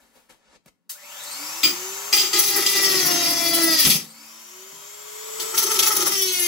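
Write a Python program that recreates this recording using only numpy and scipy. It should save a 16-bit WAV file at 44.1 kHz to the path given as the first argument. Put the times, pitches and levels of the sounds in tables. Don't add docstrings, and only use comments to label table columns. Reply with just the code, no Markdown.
import sys
import numpy as np
from scipy import signal
from scipy.fft import rfft, irfft, next_fast_len
from scipy.io import wavfile
from scipy.ndimage import uniform_filter1d, map_coordinates

SR = 44100
rng = np.random.default_rng(int(sys.argv[2]) if len(sys.argv) > 2 else 0)


def waveform_to_disk(signal):
    frames = np.transpose(np.atleast_2d(signal))
    scaled = np.clip(frames, -1, 1) * 32767
    samples = np.round(scaled).astype(np.int16)
    wavfile.write(sys.argv[1], SR, samples)


N = 285327
T = np.arange(N) / SR
HZ = np.fft.rfftfreq(4096, 1 / SR)

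# pitch_hz, level_db
ROOM_TONE = [(40, -35), (180, 12), (380, -4), (16000, -28)]
# peak_s, level_db, rise_s, fade_s, top_hz
RUSTLES = [(0.0, -58, 0.011, 0.83, 14000), (0.16, -55.5, 0.026, 0.5, 15000),
           (0.297, -48, 0.0045, 0.21, 11600), (0.562, -53.5, 0.093, 0.026, 7740),
           (0.683, -49.5, 0.013, 0.026, 11000)]
# pitch_hz, level_db
RUSTLE_TONE = [(40, -13), (220, -8), (570, -5.5), (6000, -16), (16000, -17.5)]
# start_s, level_db, fade_s
THUDS = [(0.659, -42.5, 0.035), (1.66, -40, 0.56), (3.853, -24, 0.45), (4.72, -53, 0.45)]
# pitch_hz, level_db
BENCH_TONE = [(25, -49), (65, -14), (100, -10), (150, 9.5), (300, 1.5), (700, -8), (3000, -16)]
# pitch_hz, level_db
AIR_TONE = [(80, -33), (250, -22.5), (480, -15), (800, -7), (1300, -5), (1750, -12), (2200, -7.5),
            (4000, -11), (7500, -5.5), (9000, -17.5), (11600, -9.5), (15800, -14)]
# cycles_per_turn, level_db
WHINE = [(8, -20), (16, -12), (18, -11.5), (32, -18), (36, -24), (48, -26)]
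# pitch_hz, half_width_hz, boost_db
CASE_PEAKS = [(2300, 90, 3.5), (8240, 160, 19)]
# time_s, level_db
MOTOR_DIP = [(3.8, 5), (4.1, -8.5), (5.05, -3), (5.45, 4.5), (6.3, -1.5)]
# pitch_hz, width_hz, free_db, seated_db, right_lag_rad
HUM_PEAKS = [(292, 19, -14, -56, 0.44), (330.2, 10.5, -23, -22, -0.017), (376.4, 24.5, -8, -34, 0.032),
             (447, 55, -3, -57, 2.2)]
# pitch_hz, level_db, fade_s
SWAY = [(56.6, -30, 0.16), (151.6, -37, 0.44), (224, -48.5, 2.6)]
# pitch_hz, width_hz, free_boost_db, held_boost_db
ROD_PEAKS = [(1276, 167, 10.5, 12.5), (1974, 150, 12.5, 9.5), (2366, 170, 7.5, 1.5), (4752, 400, 10.5, 5.5),
             (5580, 750, 11.5, 13), (6256, 190, 9, 15.5), (10950, 1620, 10, 11), (15660, 1150, 13, 10)]
# start_s, level_db, fade_s
BITES = [(1.631, -11, 0.23), (2.126, -12, 0.18), (2.173, -20, 0.56), (2.33, -21, 0.12), (2.662, -5, 0.021),
         (3.85, -15, 0.072), (3.897, -17, 0.18), (5.398, -23, 0.092), (5.575, -16.5, 0.07),
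         (5.790, -10.5, 0.044), (5.825, -19.5, 0.14)]
# pitch_hz, boost_db
RING_PEAKS = [(2370, 10), (3117, 8.4), (4860, 22.7), (6330, 9.1), (7585, 10), (8220, 11.7), (15400, 26.3)]
# peak_s, length_s, cycles_per_turn, level_db
SQUEALS = [(2.811, 0.12, 5, -32), (3.34, 0.83, 2, -41), (3.75, 0.19, 6, -32.5), (3.73, 0.2, 15, -27),
           (6.3, 0.14, 8, -43.5), (6.44, 0.26, 6, -41.5)]
# pitch_hz, level_db
GRIT_TONE = [(60, -39), (380, 2.5), (520, -29.5), (1000, -22), (3200, 3), (6000, -2), (7200, 0), (9300, -5),
             (12000, -0.5), (14000, -6), (15600, -4), (16500, -62)]
# pitch_hz, skipping_db, seated_db
KNOCK_TONE = [(98, -87.5, -33), (576, 2.5, 5.5), (666, -6, 0), (778, 0.5, -8.5), (1000, -5, -6.5),
              (1330, 2, -15.5), (1530, -5, 0.5), (2440, 6, 1.5), (6100, -29.5, -12)]
# start_s, length_s, drag_hz, grind_db, knock_db
TOUCHES = [(1.637, 0.12, 35, -36, -26.5), (2.125, 0.2, 38, -22.5, -30.5), (5.397, 0.7, 0, -37.5, -45.5)]
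# time_s, drag_hz, seated_0_to_1, grind_db, knock_db
FIRST_CUT = [(2.33, 71.7, 0.46, -17, -31.5), (2.6, 93.5, 0.51, -21.5, -30.5), (2.8, 84, 0.6, -18.5, -30.5),
             (3.02, 226.5, 0.68, -18, -23.5), (3.17, 139.3, 0.73, -20, -24), (3.5, 140.9, 0.74, -21.5, -27),
             (3.72, 188.4, 0.82, -18.5, -25.5), (3.83, 352.1, 0.56, -17, -37.5),
             (3.87, 971.3, .07, -18.5, -34), (3.97, 266, 0.097, -26.5, -37.5)]
# time_s, drag_hz, seated_0_to_1, grind_db, knock_db
LAST_CUT = [(5.54, -0.5, 0.2, -26, -38), (5.7, 47.5, 0.13, -23.5, -34.5), (6.08, 153.5, 0.11, -23, -30),
            (6.2, 171.5, 0.98, -19.5, -39.5), (6.47, 179.5, 1, -20, -41.5)]
SKIPS = [5.545, 5.585, 5.634, 5.672, 5.715, 5.76, 5.797, 5.832, 5.872, 5.918, 5.967, 6.02, 6.07, 6.125]

SEATED, GRIND, KNOCK = 2, 3, 4
SWITCH_ON_S, JAM_S, STEADIED_S = 0.893, 3.855, 4.72
FREE_HZ = 464.2


def amp(db):
    return 10 ** (np.asarray(db) / 20)


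def unit(x):
    return x / np.sqrt(np.mean(x ** 2) + 1e-20)


def curve(rows, column=1, outside=None):
    rows = np.asarray(rows)
    return np.interp(T, rows[:, 0], rows[:, column], outside, outside)


def tone(points, column=1):
    points = np.asarray(points)
    return np.interp(np.log(HZ + 1), np.log(points[:, 0]), points[:, column])


def boost(peaks):
    return sum(db / (1 + (2 * (HZ - hz) / width) ** 2) for hz, width, db in peaks)


def colour(x, shape_db):
    cepstrum = irfft(np.log(amp(shape_db)))
    half = len(cepstrum) // 2
    cepstrum[1:half] *= 2
    cepstrum[half + 1:] = 0
    taps = irfft(np.exp(rfft(cepstrum)))[:half]
    return signal.oaconvolve(x, taps / np.linalg.norm(taps))[:N]


def wander(hz, step=32):
    count = next_fast_len(N // step + 2)
    rates = np.fft.rfftfreq(count, step / SR)
    slow = unit(irfft(rfft(rng.standard_normal(count)) * np.exp(-(rates / hz) ** 2), count))
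    return np.interp(T, np.arange(count) * step / SR, slow)


def blows(rows):
    power = np.zeros(N)
    for start, db, fade in rows:
        age = np.maximum(T - start, 0)
        power += (amp(db - 60 * age / fade) * np.minimum(age / .002, 1)) ** 2
    return np.sqrt(power)


def drag():
    touches = sum(hz * (T > start) * (T < start + length) for start, length, hz, *_ in TOUCHES)
    return np.maximum(touches + curve(FIRST_CUT, outside=0) + curve(LAST_CUT, outside=0), 0)


def pressing_db(lightest_hz=70, firm_hz=233, tenfold_db=15.5):
    return tenfold_db * np.log10(np.maximum(drag(), lightest_hz) / firm_hz)


def cut_level(column, lift_off_db=-17, fade_s=0.21):
    gain = np.zeros(N)
    for touch in TOUCHES:
        progress = (T - touch[0]) / touch[1]
        during = (progress > 0) & (progress < 1)
        gain[during] += amp(touch[column] + lift_off_db * progress[during] ** 2)
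    for cut in (FIRST_CUT, LAST_CUT):
        release_db = -60 * np.maximum(T - cut[-1][0], 0) / fade_s
        gain += (T > cut[0][0]) * amp(curve(cut, column) + release_db)
    return uniform_filter1d(gain, size=180)


def shaft_speed(kick_hz=39.92, inertia_s=0.589):
    on = T > SWITCH_ON_S
    keep = np.exp(-1 / (inertia_s * SR))
    kick = on * kick_hz * np.exp(-np.maximum(T - SWITCH_ON_S, 0) / inertia_s)
    return signal.lfilter([1 - keep], [1, -keep], on * FREE_HZ - drag()) + kick


def motor_level(hz, base_db=-37.5, full_hz=303):
    return amp(base_db + curve(MOTOR_DIP)) * np.clip(hz / full_hz, 0, 1) ** 1.68


def room(x, early_db=4, early_fade_s=0.058, tail_db=-4, tail_fade_s=0.24):
    t = np.arange(SR // 3) / SR
    response = np.zeros(len(t))
    for db, fade in ((early_db, early_fade_s), (tail_db, tail_fade_s)):
        echoes = rng.choice([-1, 1], len(t)) * (rng.random(len(t)) < .1) * amp(-60 * t / fade)
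        response += amp(db) * echoes / np.linalg.norm(echoes)
    response[0] = 1
    gain = rfft(response, 2 * len(t))
    response = irfft(gain / np.sqrt(uniform_filter1d(abs(gain) ** 2, size=150)))[:len(t)]
    return signal.oaconvolve(x, response / np.linalg.norm(response))[:N]


def microphone_side(sources):
    moved = T > (JAM_S + STEADIED_S) / 2
    return sum(room(x * ~moved) + room(x * moved) for x in sources)


def background(room_db=-75):
    sound = amp(room_db) * colour(rng.standard_normal(N), tone(ROOM_TONE))
    for peak, db, rise, fade, top_hz in RUSTLES:
        swell = np.exp(np.minimum(T - peak, 0) / rise) * amp(db - 60 * np.maximum(T - peak, 0) / fade)
        dull_db = -10 * np.log10(1 + (HZ / top_hz) ** 8)
        sound += swell * colour(rng.standard_normal(N), tone(RUSTLE_TONE) + dull_db)
    return sound


def bench(hz, rumble_db=-14, motor_db=-29):
    rumble = cut_level(KNOCK) * amp(rumble_db + pressing_db()) + amp(motor_db) * motor_level(hz)
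    return colour(rng.standard_normal(N) * np.hypot(blows(THUDS), rumble), tone(BENCH_TONE))


def sway(stop_s=0.038):
    free = np.clip((STEADIED_S - T) / stop_s, 0, 1)
    return free * sum(blows([(JAM_S, db, fade)]) * np.sin(2 * np.pi * hz * T) for hz, db, fade in SWAY)


def switch(spit_db=-26.5, fade_s=0.18, ring_hz=585, ring_db=-55, ring_s=0.76):
    burst = rng.standard_normal(N) * blows([(SWITCH_ON_S, spit_db, fade_s)])
    spit = colour(burst, tone([(200, -20), (700, -10), (6000, 8.5), (15000, 8.0)]))
    progress = np.clip((T - SWITCH_ON_S) / ring_s, 0, 1)
    swell = np.sqrt(np.maximum(np.sin(np.pi * progress), 0))
    return spit + amp(ring_db) * swell * (1 + .5 * wander(46)) * np.sin(2 * np.pi * ring_hz * T)


def hum(turns, hz, seated, shake=0.54):
    touching = uniform_filter1d(1.0 * (drag() > 0), size=900)
    free, in_groove = motor_level(hz) * (1 - touching), touching * seated
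    sound = np.zeros((2, N))
    for peak_hz, width, free_db, seated_db, lag in HUM_PEAKS:
        push = amp(free_db) * free + amp(seated_db) * in_groove
        gain = push / (1 + (2 * (hz - peak_hz) / width) ** 2)
        sound += gain * np.sin(2 * np.pi * turns - np.array([[0], [lag]]))
    return np.sqrt(2) * sound * (1 + shake * in_groove * (1 - in_groove) * wander(21))


def motor(turns, hz, air_db=-1.5, rattle=0.41, rough_hz=12000, top_hz=13000):
    brushes = 1 + .35 * np.cos(2 * np.pi * 8 * turns)
    sound = amp(air_db) * colour(rng.standard_normal(N) * brushes, tone(AIR_TONE))
    slow_fuzz = rattle * (FREE_HZ / np.maximum(hz, FREE_HZ / 2)) ** 2
    for per_turn, db in WHINE:
        pitch = per_turn * hz
        case_db = sum(gain / (1 + ((pitch - peak) / width) ** 2) for peak, width, gain in CASE_PEAKS)
        fuzz = np.hypot(slow_fuzz, .5 * (pitch / rough_hz) ** 2)
        level = amp(db + case_db) / np.hypot(1, (pitch / top_hz) ** 2)
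        note = np.sqrt(2) * np.sin(2 * np.pi * per_turn * turns + fuzz * wander(127))
        sound += level * (1 + rattle * wander(99)) * note
    return motor_level(hz) * sound


def held_rod_db():
    return boost((hz, width, held_db) for hz, width, _, held_db in ROD_PEAKS)


def through_rod(x, shape_db):
    free_db = boost(peak[:3] for peak in ROD_PEAKS)
    held = T >= STEADIED_S
    return colour(x * ~held, shape_db + free_db) + colour(x * held, shape_db + held_rod_db())


def chatter(slow_db, fast_db, start_s=2.33, stop_s=2.8, slow_hz=4.4, crest_s=2.36):
    slow = (T > start_s) * (T < stop_s) * np.cos(2 * np.pi * slow_hz * (T - crest_s))
    skip_count = np.interp(T, SKIPS, np.arange(len(SKIPS)))
    fast = (T > SKIPS[0]) * (T < SKIPS[-1]) * np.cos(2 * np.pi * skip_count)
    return amp(slow_db * slow + fast_db * fast)


def rod_shudder(turns, seated, db=-1, skip_hz=55):
    angle = 2 * np.pi * .9 * turns
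    shake = wander(skip_hz) * np.cos(angle) + wander(skip_hz) * np.sin(angle)
    return amp(db) * cut_level(KNOCK) * chatter(slow_db=7, fast_db=-2) * (1 - seated) * shake


def squeals(turns, rough=0.37):
    sound = np.zeros(N)
    for peak, length, per_turn, db in SQUEALS:
        swell = amp(db) * np.exp(-(2 * (T - peak) / length) ** 2) * (1 + rough * wander(60))
        sound += swell * np.sin(2 * np.pi * per_turn * turns + rough * wander(60))
    return np.sqrt(2) * sound


def landing(turns, seated, skip_db=2.0, slip_turns=0.069):
    hard, late = rng.standard_normal((N // 64, 2))[turns.astype(int)].T
    force = unit(amp(skip_db * (1 - 0.83 * seated ** 2) * np.clip(hard, -2, 2)))
    from_landing = turns % 1 - .5 - slip_turns * (1 - seated) * late
    return force, from_landing


def knocking(seated, force, from_landing, knock_db=-3, width_turns=0.083, lurch_db=2.5, bite_db=-18):
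    knocks = force * np.exp(-(from_landing / width_turns) ** 2)
    knocks -= knocks.mean()
    rattle, snarl = (unit(through_rod(knocks, tone(KNOCK_TONE, column))) for column in (1, 2))
    level = cut_level(KNOCK) * amp(knock_db + lurch_db * wander(38)) * chatter(slow_db=4.5, fast_db=5)
    level = np.hypot(level, amp(bite_db) * blows(BITES))
    return level * ((1 - seated) * rattle + seated * snarl)


def bites(grit, octave_db=-3, ring_width_hz=380, rasp_hz=4800, rasp_width_hz=1300, rasp_db=5.4):
    sound, age = np.zeros(N), T[:SR // 4]
    body_db = tone(GRIT_TONE) + octave_db * np.log2(np.maximum(HZ / 3500, 1))
    free_db = boost((hz, ring_width_hz, db) for hz, db in RING_PEAKS)
    held_db = boost([(rasp_hz, rasp_width_hz, rasp_db)]) + held_rod_db() / 2
    pinched_s = FIRST_CUT[-3][0]
    for start_s, db, fade in BITES:
        start = round(start_s * SR)
        burst = grit[start:start + len(age)] * amp(db - 60 * age / fade) * np.minimum(age / .0015, 1)
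        burst = colour(burst, body_db + (held_db if start_s > pinched_s else free_db))
        sound[start:start + len(burst)] += burst
    return sound


def wheel_face(turns, wear_turns=55, grain_count=128):
    keep = np.exp(-1 / wear_turns)
    grains = signal.lfilter([1], [1, -keep], rng.standard_normal((N // 64, grain_count)), axis=0)
    return unit(map_coordinates(grains.ravel(), [turns * grain_count], order=3, mode="nearest"))


def grinding(turns, seated, force, from_landing, grit_db=-2.5, lurch_db=1.32, sizzle_hz=8500):
    contact = force * unit(np.exp(0.58 * (1 - .5 * seated) * np.cos(2 * np.pi * from_landing)))
    repeats = np.clip(0.27 + 0.58 * seated ** 3, 0, 1)
    grains = np.sqrt(repeats) * wheel_face(turns) + np.sqrt(1 - repeats) * rng.standard_normal(N)
    grit = contact * grains
    level = amp(grit_db + lurch_db * wander(30)) * cut_level(GRIND) * chatter(slow_db=0, fast_db=4)
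    scrape = through_rod(grit * level, tone(GRIT_TONE))
    sizzle = signal.sosfiltfilt(signal.butter(4, sizzle_hz, "high", fs=SR, output="sos"), scrape)
    sizzle_db = 0.14 * pressing_db() + 4 * (.5 - seated) + 3.5 * wander(35)
    return scrape + sizzle * (amp(sizzle_db) - 1) + bites(grit)


def scene(left_db=3.0, bass_spread=0.33, flutter=0.00304):
    hz = shaft_speed()
    turns = np.cumsum(hz * (1 + flutter * wander(69.7))) / SR
    seated = np.clip(curve([*FIRST_CUT, *LAST_CUT], SEATED), 0, 1)
    force, from_landing = landing(turns, seated)
    tool = motor(turns, hz) + switch() + background()
    cutting = grinding(turns, seated, force, from_landing) + knocking(seated, force, from_landing)
    bass_middle, bass_side = (rod_shudder(turns, seated) + bench(hz) for _ in range(2))
    squeal = squeals(turns)
    left = amp(left_db) * (microphone_side([tool, cutting]) + squeal) + bass_spread * bass_side
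    right = microphone_side([tool, cutting]) + squeal - bass_spread * bass_side
    return np.array([left, right]) + bass_middle + sway() + hum(turns, hz, seated)


def record(dry, top_hz=15850):
    low_pass = signal.firwin(1023, top_hz, window=("kaiser", 9), fs=SR)
    return signal.oaconvolve(np.tanh(dry), low_pass[None], "same")


dry = scene()
out = record(dry)
waveform_to_disk(out)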